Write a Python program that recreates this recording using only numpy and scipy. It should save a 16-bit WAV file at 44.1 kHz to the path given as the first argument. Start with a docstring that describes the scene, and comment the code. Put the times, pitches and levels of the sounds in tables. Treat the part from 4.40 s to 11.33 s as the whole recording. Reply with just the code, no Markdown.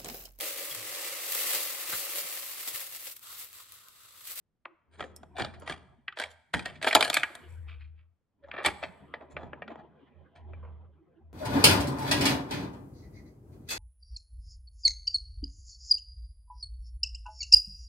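"""A table in a small room, where a small plastic claw machine is worked by hand.
Levers click, the claw arm scrapes round and knocks against its stops, and the parts clatter:
each touch or slip rings the hollow case and the part itself. The case thuds on the table.
Fingers rub the housing between strokes, at times in a faint groan. A low hum swells and fades.
The toy echoes in the room, over faint steady air noise."""
import sys
import numpy as np
from scipy import signal
from scipy.fft import rfft, irfft
from scipy.io import wavfile

SR = 44100
rng = np.random.default_rng(int(sys.argv[2]) if len(sys.argv) > 2 else 0)


def wav_out(sig):
    """Save sig, one row per channel (or a flat mono array), as 16-bit PCM at SR to the path in sys.argv[1]."""
    wavfile.write(sys.argv[1], SR, np.round(np.clip(np.atleast_2d(sig).T, -1, 1) * 32767).astype(np.int16))


N = 305613


def from_db(db):
    """Decibels to gain."""
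    return 10 ** (np.asarray(db) / 20)


def unit_rms(x):
    """Scale to rms 1."""
    return x / np.sqrt(np.mean(x ** 2) + 1e-30)


def unit_hit(x):
    """Scale a stereo hit to the energy of 10 ms at rms 1."""
    return x / np.sqrt(np.sum(x ** 2) / (2 * .01 * SR) + 1e-30)


def at_hz(points, hz):
    """Interpolate on a log-frequency axis."""
    points_hz, values = np.transpose(points)
    return np.interp(np.log(np.maximum(hz, 1)), np.log(points_hz), values)


def band(x, low_hz, high_hz, order):
    """Causal band-pass."""
    sos = signal.butter(order, [low_hz, high_hz], "band", fs=SR, output="sos")
    return signal.sosfilt(sos, x + 1e-18)


def resonance(x, hz, width_hz):
    """Two-pole resonator, peak gain 1."""
    r = np.exp(-np.pi * width_hz / SR)
    feedback = [1, -2 * r * np.cos(2 * np.pi * hz / SR), r * r]
    return signal.lfilter((1 - r * r) / 2 * np.array([1, 0, -1]), feedback, x)


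def drift(rate_hz):
    """Slow random curve through unit-variance points."""
    return np.interp(np.arange(N) * rate_hz / SR, np.arange(4000), rng.standard_normal(4000))


def stereo_noise(side_db, size):
    """White noise with a weaker side channel."""
    mid, side = rng.standard_normal((2, size))
    return unit_rms(mid + from_db(side_db) * side * np.array([[1], [-1]]))


def add(out, start_s, sound):
    """Mix a sound in at start_s."""
    at = max(round(start_s * SR), 0)
    out[:, at:at + sound.shape[1]] += sound[:, :N - at]


# Still air: (frequency [Hz], relative density [dB])
AIR_SPECTRUM = [(30, -5.5), (80, 1), (200, -4.5), (500, -15), (1300, -23), (3000, -33), (6000, -39.5),
                (15000, -47.5)]

def air(level_db=-82.5):
    """Faint steady room noise."""
    colour = from_db(at_hz(AIR_SPECTRUM, np.arange(N // 2 + 1) * SR / N))
    return from_db(level_db) * unit_rms(irfft(rfft(stereo_noise(-5.5, N)) * colour, N))


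# Hollow groans: (start [s], end [s], pitch [Hz], level [dB])
GROANS = [(0.24, 0.38, 341.5, -67), (0.63, 0.661, 528, -49.5), (0.95, 0.981, 712, -49.5),
          (4.016, 4.07, 569, -53), (5.295, 5.325, 661, -50), (6.045, 6.163, 367, -61.5),
          (6.578, 6.7, 319.6, -66.5), (6.738, 6.825, 335, -62.5)]

def groans(width_hz=22):
    """Short rubs hold one narrow resonance."""
    out = np.zeros((2, N))
    for start_s, end_s, hz, db in GROANS:
        size = int((end_s - start_s) * SR)
        friction = stereo_noise(-8, SR // 2)
        tone = resonance(resonance(friction, hz, width_hz), hz, width_hz)[:, -size:]
        add(out, start_s, from_db(db) * unit_rms(tone * np.hanning(size)))
    return out


# Case and dome modes: (frequency [Hz], level [dB], t60 [s])
CASE_MODES = [(300, -4.5, 0.05), (626.2, -6, 0.055), (723, -7, 0.067), (822, -11.5, 0.16), (873, -12, 0.12),
              (996.6, -11, 0.11), (1210, -10.5, .08), (1688, -4.5, 0.053), (1897, -2.5, 0.06),
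              (2348, -1, 0.049), (3140, -2, 0.02), (3372, -5, 0.033), (3950, -6.5, 0.04), (4274, -3, .04),
              (5375, 2, 0.046), (6636, -0.5, 0.013), (7110, -0.5, 0.04), (8560, 3.5, .04), (9100, 1, .035),
              (9860, 3, 0.067), (11210, 1, 0.017), (12400, 1.5, .035)]

def case_response(crack_t60_s=.016, shell_t60_s=.085, shell_db=-18, modes_db=-23, pulse_db=6):
    """One touch: pulse, crack of crowded wall modes, longer shell ring, spot-dependent modes."""
    t = np.arange(SR // 6) / SR
    decay = from_db(-60 * t / crack_t60_s) + from_db(shell_db - 60 * t / shell_t60_s)
    walls = stereo_noise(-12, len(t)) * decay
    walls[:, 0] += from_db(pulse_db)
    hz, db, t60_s = np.transpose(CASE_MODES)[:, :, None]
    spot, polarity, detune = rng.standard_normal((3, len(hz), 1))
    envelopes = from_db(modes_db + db + 5 * spot - 60 * t / t60_s)
    modes = np.sign(polarity) * envelopes * np.sin(2 * np.pi * hz * (1 + .012 * detune) * t)
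    return walls + modes.sum(axis=0)


# Part voices by name: (knock, clack, snap, tick levels [dB], knock, clack, snap, tick rings [Hz])
PART_VOICES = {"button": (-2, -1, -17, -51, 566, 1743, 3301.5, 5397.5),
               "catch": (-21.5, 0.5, -9, -41, 905, 2372, 3100.5, 7502),
               "lever": (-2.5, -1, -7.5, -16, 690.5, 1749.5, 3200, 8700),
               "claw": (-7.5, 0.5, -5, -15, 630, 2411.5, 3449.5, 7901.5),
               "stop": (-4, -4.5, -0.5, -9, 711, 1302, 3400.5, 7101.5),
               "ball": (-17.5, 0.5, -16, -20, 1011, 1650, 2899.5, 9000.5),
               "case": (1.5, -11.5, -19, -25.5, 625.5, 1340, 3270, 7101),
               "edge": (-16, -21, -15.5, 3.5, 672, 1995, 4500, 8000)}
# Level gained with hardness: (knock, clack, snap, tick [dB/dB])
HARDNESS_SLOPES = (-0.081, 0., 0.26, 1.)

def part_voice(part, level_db, hardness_db):
    """A part's level and ring per register; harder is brighter."""
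    voice = np.array(PART_VOICES[part], float)
    return level_db + voice[:4] + hardness_db * np.array(HARDNESS_SLOPES), voice[4:]


def soften(x, levels_db, full_tick_db=-29.5, db_per_octave=18):
    """A soft touch, its tick weak against its body and a full tick, rolls off sooner."""
    body_db, tick_db = max(levels_db[:3]), levels_db[3]
    softness_db = .58 * (body_db - tick_db) + .35 * (full_tick_db - tick_db)
    corner_hz = np.clip(16000 * 2 ** (-softness_db / db_per_octave), 2800, 18000)
    return signal.sosfilt(signal.butter(3, corner_hz, fs=SR, output="sos"), x + 1e-18)


# Plastic registers, knock to tick: (low [Hz], high [Hz], ring width [Hz], ring boost [dB])
REGISTERS = [(255, 1177, 130, 4.5), (1141, 2715, 180, 4.5), (2685, 5050, 440, 6), (5050, 13000, 180, 9)]

def ring_part(touch, levels_db, rings_hz, normalise, sides_db=(3, -2, 3, 7)):
    """The part rings at one pitch per register; the shortest waves spread widest in stereo."""
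    out, touch = 0, soften(touch, levels_db)
    for register, db, hz, side_db in zip(REGISTERS, levels_db, rings_hz, sides_db):
        low_hz, high_hz, width_hz, boost_db = register
        ring = from_db(boost_db) * resonance(touch, hz, width_hz)
        sound = band(touch + ring, low_hz, high_hz, order=5)
        mid = sound.mean(axis=0)
        out = out + from_db(db) * normalise(mid + from_db(side_db) * (sound - mid))
    return out


# Parts striking: (time [s], part, base level [dB], hardness offset [dB], main ring [Hz])
STRIKES = [(0.2546, "button", -41, 5.5, 1150), (0.5953, "lever", -46.5, -11, 1710),
           (0.6058, "lever", -35.5, -7.5, 1280), (0.6252, "lever", -42, -14, 1880),
           (0.6394, "lever", -47.5, -10, 520), (0.763, "edge", -53.5, 1.5, 4200),
           (0.8316, "case", -48, 3, 530), (0.9835, "case", -35, 8.5, 400),
           (0.9973, "lever", -33.5, -2, 590), (1.0051, "case", -33, -1.5, 830),
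           (1.0205, "stop", -34.5, -9.5, 3170), (1.047, "stop", -37, -9, 3250),
           (1.1985, "edge", -61.5, -4, 3210), (1.2759, "lever", -38, -6, 580),
           (1.2968, "lever", -35.5, 0, 1630), (1.3235, "claw", -42, 1, 2360),
           (1.6811, "catch", -33, -2, 1680), (1.7244, "catch", -49.5, 4, 1330),
           (1.7718, "lever", -42, -7.5, 1800), (1.7876, "stop", -41.5, -2, 3230),
           (1.7983, "lever", -32.5, 4.5, 1530), (1.8226, "claw", -38, -3.5, 1650),
           (1.8375, "claw", -35.5, -0.5, 2290), (2.136, "lever", -35.5, 2, 1900),
           (2.1396, "lever", -27, -0.5, 1910), (2.1463, "ball", -29, 2, 1800),
           (2.1935, "claw", -38.5, 1.5, 3990), (2.2577, "claw", -35, 1.5, 1840),
           (2.415, "lever", -43.5, -9, 1700), (2.427, "claw", -34.5, 3, 1870),
           (2.4444, "lever", -31, 0, 1660), (2.4679, "case", -28, 8.5, 770),
           (2.4724, "lever", -23, -6.5, 1700), (2.4785, "claw", -29.5, -4, 2310),
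           (2.483, "lever", -30.5, -0.5, 670), (2.5098, "ball", -27.5, -4, 2390),
           (2.528, "claw", -25, -2, 1840), (2.5502, "stop", -15, 3, 3420), (2.5546, "case", -16, 11.5, 866),
           (2.5631, "claw", -24.5, -8.5, 2370), (2.5695, "case", -30.5, 2.5, 880),
           (2.6082, "stop", -21.5, -4, 3470), (2.6259, "claw", -21.5, 1, 3070),
           (2.6481, "stop", -31.5, 1.5, 4220), (2.678, "lever", -36, 7, 720),
           (2.6996, "stop", -27.5, 2, 3450), (2.73, "claw", -35.5, 7.5, 4430),
           (2.7419, "claw", -29.5, 17.5, 4510), (2.767, "ball", -23, -3.5, 2420),
           (2.7701, "claw", -25, 2.5, 1620), (2.7976, "lever", -44, 9, 1550),
           (2.833, "ball", -22.5, -3, 1650), (2.9518, "lever", -45.5, 11.5, 1750),
           (4.1138, "catch", -39.5, -7, 2340), (4.1397, "button", -42.5, -4, 1330),
           (4.1683, "button", -47.5, 8, 1890), (4.1874, "button", -42.5, 1, 1920),
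           (4.2478, "lever", -27, -3.5, 840), (4.2529, "claw", -30.5, -0.5, 2260),
           (4.2608, "claw", -23.5, 7.5, 2370), (4.2663, "case", -28, 11, 860),
           (4.2828, "button", -33, 3.5, 2380), (4.4276, "case", -38, -7, 660),
           (4.436, "lever", -34.5, -13, 1520), (4.739, "button", -36.5, 10, 1910),
           (4.8095, "case", -50, -28, 750), (4.9666, "button", -36, 0, 1380),
           (5.1314, "button", -41.5, -33, 1690), (5.2206, "button", -39.5, -18, 1720),
           (5.279, "button", -44.5, 18, 1330), (5.3564, "case", -46.5, -12, 620),
           (6.1342, "button", -53, -35, 2340)]

def strikes(graze_s=.007, graze_db=-15, bounce_s=.0035, bounce_db=-11.5):
    """A part grazes, seats and bounces once; the struck spot tunes one register."""
    out, lead = np.zeros((2, N)), int(graze_s * SR)
    for time_s, part, db, hardness_db, main_hz in STRIKES:
        levels_db, rings_hz = part_voice(part, db, hardness_db)
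        rings_hz = [main_hz if low_hz <= main_hz < high_hz else hz
                    for hz, (low_hz, high_hz, _, _) in zip(rings_hz, REGISTERS)]
        graze = from_db(graze_db) * stereo_noise(-9, lead) * np.linspace(0, 1, lead) ** 2
        touch = np.hstack([graze, case_response()])
        bounce_lag = int(bounce_s * rng.uniform(.5, 1.5) * SR)
        touch = touch + from_db(bounce_db) * np.roll(touch, bounce_lag, axis=1)
        add(out, time_s - lead / SR, ring_part(touch, levels_db, rings_hz, unit_hit))
    return out


# Fingers on the housing: (start [s], end [s], level [dB], brightness [dB])
GRIPS = [(0.6, 0.799, -58, -6), (0.95, 1.35, -59, -2), (2.25, 2.85, -57, -14), (2.85, 3.045, -63, 12.5),
         (4.15, 5.42, -55.5, -1.5), (5.42, 6.05, -62, 2), (6.1, 6.316, -57.5, -1), (6.3, 6.93, -66.5, -5.5)]

def grip(brightness_share=0, attack_db_per_s=138, release_db_per_s=51.5):
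    """Handling gain: each grip closes fast, holds, eases off."""
    t, grips_db = np.arange(N) / SR, []
    for start_s, end_s, db, brightness_db in GRIPS:
        closing_db = attack_db_per_s * np.maximum(start_s - t, 0)
        easing_db = release_db_per_s * np.maximum(t - end_s, 0)
        grips_db.append(db + brightness_share * brightness_db - closing_db - easing_db)
    return from_db(np.max(grips_db, axis=0))


# Hum swells: (start [s], length [s], level [dB], left minus right [dB])
HUM_SWELLS = [(0.435, 0.76, -58, 2.5), (0.84, 0.82, -53, 3.5), (1.783, 0.29, -61, -2),
              (2.981, 0.83, -43, 4.5), (3.999, 0.26, -63.5, -12), (4.887, 0.38, -53, -9),
              (5.731, 0.18, -62.5, -21.5), (5.931, 0.76, -43.5, -2), (6.786, 0.32, -53, 1)]

def hum(pitch_hz=80, waver_share=.055, rise_share=.25, rumble_db=-13, under_grip_db=-11):
    """A wavering low tone in slight rumble; handling sustains it between swells."""
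    t, gain = np.arange(N) / SR, from_db(under_grip_db) * grip()
    for start_s, length_s, db, pan_db in HUM_SWELLS:
        ramp = np.interp((t - start_s) / length_s, [0, rise_share, 1], [0, 1, 0])
        peak = from_db(db + pan_db * np.array([[.5], [-.5]]))
        gain = np.hypot(gain, peak * np.sin(np.pi / 2 * ramp) ** 2)
    phase_rad = 2 * np.pi * np.cumsum(pitch_hz * (1 + waver_share * drift(31))) / SR
    tone = unit_rms(np.sin(phase_rad + np.array([[.45], [-.45]])))
    rumble = unit_rms(band(stereo_noise(-6.5, N), 37, 120, order=3))
    return gain * (tone + from_db(rumble_db) * rumble)


# Parts sliding: (peak time [s], rise [s], fall [s], part, base level [dB], hardness offset [dB])
SLIDES = [(0.545, 0.04, .066, "lever", -64, 5.5), (0.61, 0.038, .076, "case", -45, 7.5),
          (1.003, 0.053, .076, "lever", -37, -2), (1.141, 0.011, .023, "lever", -52, -3),
          (1.222, 0.018, .041, "case", -47, 4), (1.302, 0.052, .062, "lever", -40, 1),
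          (1.813, 0.057, .05, "lever", -37.5, 2.5), (1.911, 0.018, .029, "stop", -64, 11.5),
          (2.142, 0.014, .097, "lever", -40.5, 3), (2.26, 0.015, .06, "lever", -40.5, -1),
          (2.36, 0.022, .022, "claw", -53.5, -1.5), (2.446, 0.036, .019, "lever", -36, 4),
          (2.476, 0.022, .051, "stop", -32.5, 0.5), (2.565, .023, .075, "case", -29.5, 10),
          (2.64, 0.039, .08, "lever", -34, 6), (2.768, .055, .05, "claw", -33, 3),
          (3.099, .03, 0.15, "edge", -72.5, -0.5), (3.29, 0.025, .093, "catch", -52, 8),
          (3.414, .024, .066, "catch", -58.5, 6), (3.598, 0.059, .048, "catch", -71, -2),
          (4.04, 0.017, .034, "button", -58, 7), (4.085, .022, .028, "case", -52, -7.5),
          (4.189, 0.078, .07, "button", -37.5, 7), (4.265, 0.039, 0.044, "lever", -30.5, 4.5),
          (4.438, .024, .029, "button", -38.5, 28), (4.743, .006, .02, "button", -43, 14),
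          (4.815, .015, .032, "case", -50.5, -13), (4.915, 0.019, .033, "case", -57, 15.5),
          (4.971, .006, .02, "button", -44, 8), (5.03, 0.072, .044, "case", -45.5, -7),
          (5.224, .006, .018, "button", -46, -4), (5.315, .035, .029, "case", -44, -13),
          (5.395, 0.029, .034, "case", -50.5, -13), (5.958, 0.0099, .04, "lever", -58, -2),
          (6.235, 0.014, .07, "case", -53.5, -25)]

def slides(slips_per_s=700, uneven_db=2.5, register_trim_db=(0, 0, .5, 0)):
    """Dense stick-slip touches ring the case as a part gathers speed and coasts to rest."""
    out, size = np.zeros((2, N)), SR // 4
    t = np.arange(size) / SR
    for peak_s, rise_s, fall_s, part, db, hardness_db in SLIDES:
        levels_db, rings_hz = part_voice(part, db, hardness_db)
        slipping = rng.random(size) < slips_per_s / SR
        slips = slipping * from_db(uneven_db * rng.standard_normal(size)) * rng.choice([-1, 1], size)
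        force = np.minimum((t / rise_s) ** 1.3, np.exp(-2 * (t - rise_s) / fall_s))
        scrape = signal.fftconvolve(case_response(), (slips * force)[None], axes=1)[:, :size]
        sound = ring_part(scrape, levels_db + register_trim_db, rings_hz, unit_rms)
        add(out, peak_s - rise_s, np.sqrt(np.mean(force ** 2)) * sound)
    return out


# Rub bands: (low [Hz], high [Hz], tilt from low to high [dB])
RUB_BANDS = [(139.96, 380, -0.5), (450, 1000, -1.5), (1080, 3200, -9.5)]

def rubbing(trims_db=(-1, -4, -10), rough_db=1, patchy_db=5.5, patches_per_band=5):
    """Skin drags unevenly over the hollow case, waking one narrow resonance, then another."""
    out = 0
    skin = band(stereo_noise(-7, N), 60, 3600, order=4) * from_db(rough_db * drift(70))
    for trim_db, brightness_share, (low_hz, high_hz, tilt_db) in zip(trims_db, (0, .5, 1), RUB_BANDS):
        edges_hz = np.geomspace(low_hz, high_hz, patches_per_band + 1)
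        patches = 0
        for from_hz, to_hz, db in zip(edges_hz, edges_hz[1:], np.linspace(0, tilt_db, patches_per_band)):
            patch = unit_rms(band(skin, from_hz, to_hz, order=2))
            patches = patches + from_db(db + patchy_db * drift(22)) * patch
        out = out + from_db(trim_db) * grip(brightness_share) * unit_rms(patches)
    return out


# Case bumping the table: (time [s], level [dB])
BUMPS = [(0.607, -44), (1.006, -31), (1.04, -42), (1.3, -39), (2.139, -31), (2.158, -33.5), (2.552, -37),
         (4.261, -34.5), (5.035, -42)]

def bumps(t60_s=.23):
    """The table answers a push with a short dull thud."""
    out, t = np.zeros((2, N)), np.arange(SR // 4) / SR
    for time_s, db in BUMPS:
        burst = stereo_noise(-3, len(t)) * from_db(-60 * t / t60_s)
        add(out, time_s, from_db(db) * unit_hit(band(burst, 55, 300, order=2)))
    return out


# Room decay: (frequency [Hz], t60 [s])
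ROOM_DECAY = [(100, 2), (300, 0.05), (800, 0.7), (2000, 0.74), (4000, 0.64), (8000, 0.76), (14000, 1.27)]
# Room echo: (frequency [Hz], energy re direct sound [dB])
ROOM_ECHO = [(100, -8), (300, -7.5), (800, -13.5), (2000, -19.5), (4000, -21), (8000, -21.5),
             (14000, -25.5)]

def room(x, build_s=.0039):
    """Diffuse tail: builds up, then decays at each band's own rate."""
    t, tail = np.arange(SR) / SR, 0
    edges_hz = np.geomspace(60, 16000, 13)
    for low_hz, high_hz in zip(edges_hz, edges_hz[1:]):
        hz = np.sqrt(low_hz * high_hz)
        envelope = from_db(-60 * t / at_hz(ROOM_DECAY, hz)) * (1 - np.exp(-t / build_s))
        echoes = stereo_noise(-7, SR) * envelope / np.linalg.norm(envelope)
        tail = tail + from_db(at_hz(ROOM_ECHO, hz)) * band(echoes, low_hz, high_hz, order=3)
    return signal.fftconvolve(x, tail, axes=1)[:, :N]


def scene():
    """Toy and echo, plus fingers, hum and air."""
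    toy = strikes() + slides() + bumps() + groans()
    return toy + room(toy) + rubbing() + hum() + air()


def record(dry, lag_s=2e-5, ceiling=.95, cutoff_hz=15700):
    """Sound reaches the right port later; peaks are rounded, the top is cut."""
    delay = np.exp(-2j * np.pi * np.arange(N // 2 + 1) * SR / N * lag_s)
    ports = np.array([dry[0], irfft(rfft(dry[1]) * delay, N)])
    rounded = ceiling * np.tanh(ports / ceiling)
    return signal.sosfilt(signal.ellip(10, .2, 80, cutoff_hz, fs=SR, output="sos"), rounded)


dry = scene()
out = record(dry)
wav_out(out)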